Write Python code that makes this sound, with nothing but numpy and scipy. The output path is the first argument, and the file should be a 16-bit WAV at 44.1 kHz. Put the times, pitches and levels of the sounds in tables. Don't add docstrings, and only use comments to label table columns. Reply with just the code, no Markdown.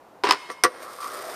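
import sys
import numpy as np
from scipy import signal
from scipy.io import wavfile
from scipy.ndimage import uniform_filter1d

SR = 44100
rng = np.random.default_rng(int(sys.argv[2]) if len(sys.argv) > 2 else 0)


def pcm_store(signal):
    levels = np.round(np.clip(np.atleast_2d(signal), -1, 1) * 32767)
    wavfile.write(sys.argv[1], SR, levels.astype(np.int16).T)


N = 59535
TIME = np.arange(N) / SR

# pitch in Hz, relative level in dB, t60 in seconds.
WHEEL_MODES = [(1002, -13, 0.072), (1151.4, -3.5, 0.078), (1346, -12, 0.066), (1490, -33, 0.055)]
# frequency in Hz, relative level in dB.
SLAP_SPECTRUM = [(40, -36), (110, -22), (180, -12.5), (320, -3.5), (850, 0), (1800, 5.5), (2500, -1),
                 (3500, -4), (5800, 0.5), (7400, -14), (8500, -4.5), (9700, -4.5), (11000, -20),
                 (13000, -11), (15000, -28)]


def amp(db):
    return 10 ** (np.asarray(db) / 20)


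def unit(x):
    return x / np.sqrt(np.mean(x ** 2) + 1e-20)


def read(points, hz):
    f, value = np.transpose(points)
    return np.interp(np.log(hz + 1), np.log(f + 1), value)


def add(mix, start_s, sound):
    part = mix[round(start_s * SR):][:len(sound)]
    part += sound[:len(part)]


def colour(x, spectrum, tilt=0, size=4096):
    hz = abs(np.fft.fftfreq(size, 1 / SR))
    octaves = np.log2(np.maximum(hz, 300) / 1000)
    log_gain = np.log(amp(read(spectrum, hz) + tilt * octaves))
    response = np.exp(np.conj(signal.hilbert(log_gain)))
    taps = np.fft.ifft(response).real[:size // 2]
    return signal.fftconvolve(x, taps / np.linalg.norm(taps))[:len(x)]


def fade(t, t60):
    return np.exp(-np.log(1000) * t / t60)


def ring(modes, rise_s=0.0008):
    tones = sum((-1) ** k * amp(db) * fade(TIME, t60) * np.sin(2 * np.pi * hz * TIME)
                for k, (hz, db, t60) in enumerate(modes))
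    return tones * (1 - np.exp(-TIME / rise_s))


def burst(spectrum, db, tilt, t60, rise_s=0.0002):
    envelope = fade(TIME, t60) * (1 - np.exp(-TIME / rise_s))
    return amp(db) * colour(rng.choice([-1., 1.], N) * envelope, spectrum, tilt)


def grains(per_s, spread_db):
    size = amp(spread_db * np.minimum(rng.exponential(1, N), 4))
    return unit(size * rng.choice([-1., 1.], N) * (rng.random(N) < per_s / SR))


def flutter(depth_db, hz):
    lowpass = signal.butter(2, hz, fs=SR, output="sos")
    return amp(depth_db * unit(signal.sosfilt(lowpass, rng.standard_normal(N))))


def night_rumble():
    # frequency in Hz, relative level in dB.
    spectrum = [(25, -34), (60, -12), (130, -9), (220, -5), (350, -0.5), (750, 1.5), (1050, -1.5),
                (1400, -8.5), (2000, -15.5), (3000, -21), (6000, -27.5), (15000, -31.5)]
    return amp(-51.5) * unit(colour(rng.standard_normal(N), spectrum))


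def park(x, tail_db, near_db=-13, first_s=0.004, tail_rise_s=0.077):
    # frequency in Hz, t60 in seconds.
    tail_t60 = [(150, 0.92), (1000, 1), (3000, 0.79), (6000, 0.85), (14000, 0.92)]
    # frequency in Hz, relative level in dB.
    tail_spectrum = [(100, 4), (400, -1.5), (1000, 0.5), (3000, 5.5), (5100, 0.5), (7000, 5.5), (9500, 7),
                     (14000, 5)]
    reflections = rng.standard_normal(N) * (rng.random(N) < 2000 / SR)
    near = reflections * (TIME > first_s) * fade(TIME, t60=0.062)
    hz, t, bands = signal.stft(rng.standard_normal(N), SR, nperseg=256)
    bands *= fade(t, read(tail_t60, hz)[:, None])
    tail = signal.istft(bands, SR, nperseg=256)[1][:N]
    tail = colour(tail * (1 - np.exp(-TIME / tail_rise_s)), tail_spectrum)
    echoes = amp(near_db) * near / np.linalg.norm(near) + amp(tail_db) * tail / np.linalg.norm(tail)
    return x + signal.fftconvolve(x, echoes)[:N]


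def rolling():
    # time in seconds, then deck rumble, wheel hum and grit levels in dB.
    faders = [(.66, -43.5, -54, -71), (.79, -41.5, -71, -57.5), (0.832, -41, -45, -42.5),
              (0.872, -43.5, -44.5, -54.5), (0.927, -45, -46.5, -45.5), (.975, -48, -50, -49),
              (1.031, -47, -38.5, -41.5), (1.074, -41, -34.5, -43.5), (1.11, -42, -41, -45),
              (1.18, -38, -39, -43), (1.27, -41, -48, -45.5), (1.35, -37.5, -44, -42)]
    # frequency in Hz, relative level in dB.
    rumble_spectrum = [(40, -46), (130, -27), (230, -13), (360, -2.5), (500, 2.5), (660, 0), (850, -5.5),
                       (1300, -3.5), (1900, -8.5), (2600, -19.5), (5000, -21), (15000, -57)]
    grit_spectrum = [(150, -44), (1000, -9.5), (2000, -4), (2750, -11.5), (3640, -7), (4180, -9),
                     (5000, -4.5), (6000, -11.5), (7600, -11), (9000, -5), (10500, -15), (12000, -9.5),
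                     (15500, -20)]
    # pitch in Hz, relative level in dB, t60 in seconds.
    hum_modes = [(1142, -0.5, 0.019), (1326, -1, 0.014)]
    drone_modes = [(659, 0, 0.028)]
    times, *levels = np.transpose(faders)
    rumble_gain, hum_gain, grit_gain = (amp(np.interp(TIME, times, db)) * (TIME > times[0])
                                        for db in levels)
    rumble = unit(colour(grains(per_s=2500, spread_db=2.5), rumble_spectrum))
    hum = unit(signal.fftconvolve(grains(per_s=590, spread_db=1.7), ring(hum_modes))[:N])
    crackle = grains(per_s=6000, spread_db=2.5) * flutter(depth_db=2.0, hz=160)
    grit = unit(colour(crackle, grit_spectrum))
    drone = unit(signal.fftconvolve(grains(per_s=2500, spread_db=2.0), ring(drone_modes))[:N])
    nearing = np.interp(TIME, [1.17, 1.24], [0, amp(-40)])
    return rumble_gain * rumble + hum_gain * hum + grit_gain * grit + nearing * drone


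def seam_bumps():
    # start in seconds, wheel ring level in dB, tick level in dB.
    seams = [(.986, -24.5, -46), (1.0058, -28, -62), (1.020, -24, -57), (1.0286, -25, -35),
             (1.0431, -18.5, -33), (1.0595, -20.5, -45), (1.069, -29, -50), (1.101, -30.5, -37.5)]
    damped_ring = ring(WHEEL_MODES) * fade(TIME, t60=0.068)
    out = np.zeros(N)
    for start, ring_db, tick_db in seams:
        tick = burst(SLAP_SPECTRUM, tick_db, tilt=0, t60=0.015)
        add(out, start, tick + amp(ring_db) * damped_ring)
    return out


def landing():
    # start in seconds, slap level in dB, brightness in dB per octave, slap t60 in seconds,
    # deck ring level in dB, wheel ring level in dB.
    hits = [(.489, -36.5, -6.5, 0.13, -46, -54), (.500, -29, -2, 0.043, -29, -24),
            (0.513, -39, 2, 0.088, -43, -31), (.6366, -1.5, 2, 0.017, -16.5, -37),
            (.6395, -11.5, 2, 0.023, -19.5, -10), (0.6451, -10.5, -0.5, 0.023, -13, -23.5),
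            (0.6498, -17, -4, 0.066, -23, -5.5), (.657, -21.5, -6, 0.064, -24, -35),
            (.677, -33, -6, 0.033, -35, -37)]
    # pitch in Hz, relative level in dB, t60 in seconds.
    deck_modes = [(353, -7, 0.059), (448, -5, 0.07), (506, -4, 0.11), (726, -9, 0.097), (1385, -3, 0.019),
                  (1944, 5, 0.023)]
    out = np.zeros(N)
    for start, db, tilt, t60, deck_db, wheel_db in hits:
        slap = burst(SLAP_SPECTRUM, db, tilt, t60, rise_s=0.00084)
        add(out, start, slap + amp(deck_db) * ring(deck_modes) + amp(wheel_db) * ring(WHEEL_MODES))
    return out


def singing_rail(knock_s=0.309):
    # pitch in Hz, level in dB, t60 in seconds.
    tube_modes = [(2149, -42, 2.1), (2923, -51, .35), (5440, -43, .33)]
    out = np.zeros(N)
    add(out, knock_s, ring(tube_modes))
    return out


def rail_slide(from_s=0.25, to_s=0.338):
    # start in seconds, crack level in dB, brightness in dB per octave, crack t60 in seconds,
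    # steel ring level in dB, deck ring level in dB.
    hits = [(0.2365, -19.5, 0.5, 0.058, -20.5, -25.5), (0.2415, -25, 2, 0.05, -47, -13.5),
            (0.251, -24.5, 0, 0.12, -33, -38), (0.2698, -18.5, -3, 0.046, -24, -33),
            (0.2884, -15.5, 0, 0.041, -32, -22), (.2945, -21.5, -1.5, 0.12, -19, -25),
            (.3088, -5, 5, 0.011, -2, -21.5), (.322, -11.5, 3, 0.021, -33, -48),
            (0.334, -31, 2.5, 0.071, -20.5, -27)]
    # frequency in Hz, relative level in dB.
    crack_spectrum = [(40, -40), (110, -25.5), (190, -16), (300, -5.5), (700, -2), (1100, 3.5),
                      (2100, -0.5), (3200, -6), (5300, -8.5), (6300, -17.5), (7700, -20.5), (9000, -20),
                      (11000, -31.5), (15000, -36)]
    # pitch in Hz, relative level in dB, t60 in seconds.
    steel_modes = [(810, -15, 0.037), (1029, -3.5, 0.044), (1192, -8, 0.036), (1277, -14, 0.063),
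                   (1770, -28, 0.016), (1990, -12.5, 0.036), (2566, -14, 0.032), (3030, -11.5, 0.026),
                   (3820, -10, 0.02), (4320, -9, 0.027), (5144, 2.5, 0.011)]
    deck_modes = [(296, -13, 0.093), (406.8, -1.5, 0.098), (500, -20, 0.026), (982, -2, 0.12),
                  (1530, -28, 0.073), (2560, -12, .025)]
    blows = np.zeros(N)
    for start, db, tilt, t60, steel_db, deck_db in hits:
        crack = burst(crack_spectrum, db, tilt, t60)
        add(blows, start, crack + amp(steel_db) * ring(steel_modes) + amp(deck_db) * ring(deck_modes))
    contact = (TIME > from_s) * fade(np.maximum(TIME - to_s, 0), t60=0.12)
    scrape = colour(contact * grains(per_s=1300, spread_db=2.5), crack_spectrum, tilt=-1.62)
    return blows + amp(-25) * scrape


def scene():
    night = night_rumble()
    ground = landing() + rolling() + seam_bumps()
    rail = park(rail_slide(), tail_db=-18.5)
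    return (rail + singing_rail() + park(ground, tail_db=-28.5) + night)[None]


def record(dry):
    threshold_db, duck_share, smoothing_s, release_db_per_s = -23.5, 0.11, 0.0063, 43
    power_db = 10 * np.log10(abs(uniform_filter1d(dry[0] ** 2, size=300)) + 1e-12)
    fall_db = TIME * release_db_per_s
    peak_db = np.maximum.accumulate(power_db + fall_db) - fall_db
    over_db = np.maximum(peak_db - threshold_db, 0)
    pole = np.exp(-1 / (smoothing_s * SR))
    duck_db = duck_share * signal.lfilter([1 - pole], [1, -pole], over_db)
    clipped = np.clip(dry / amp(duck_db), -1, 1)
    notched = signal.lfilter(*signal.iirnotch(7900, Q=50, fs=SR), clipped)
    high_cut = signal.firwin(255, cutoff=15350, window=("kaiser", 9), fs=SR)
    return signal.oaconvolve(notched, high_cut[None], "same")


dry = scene()
out = record(dry)
pcm_store(out)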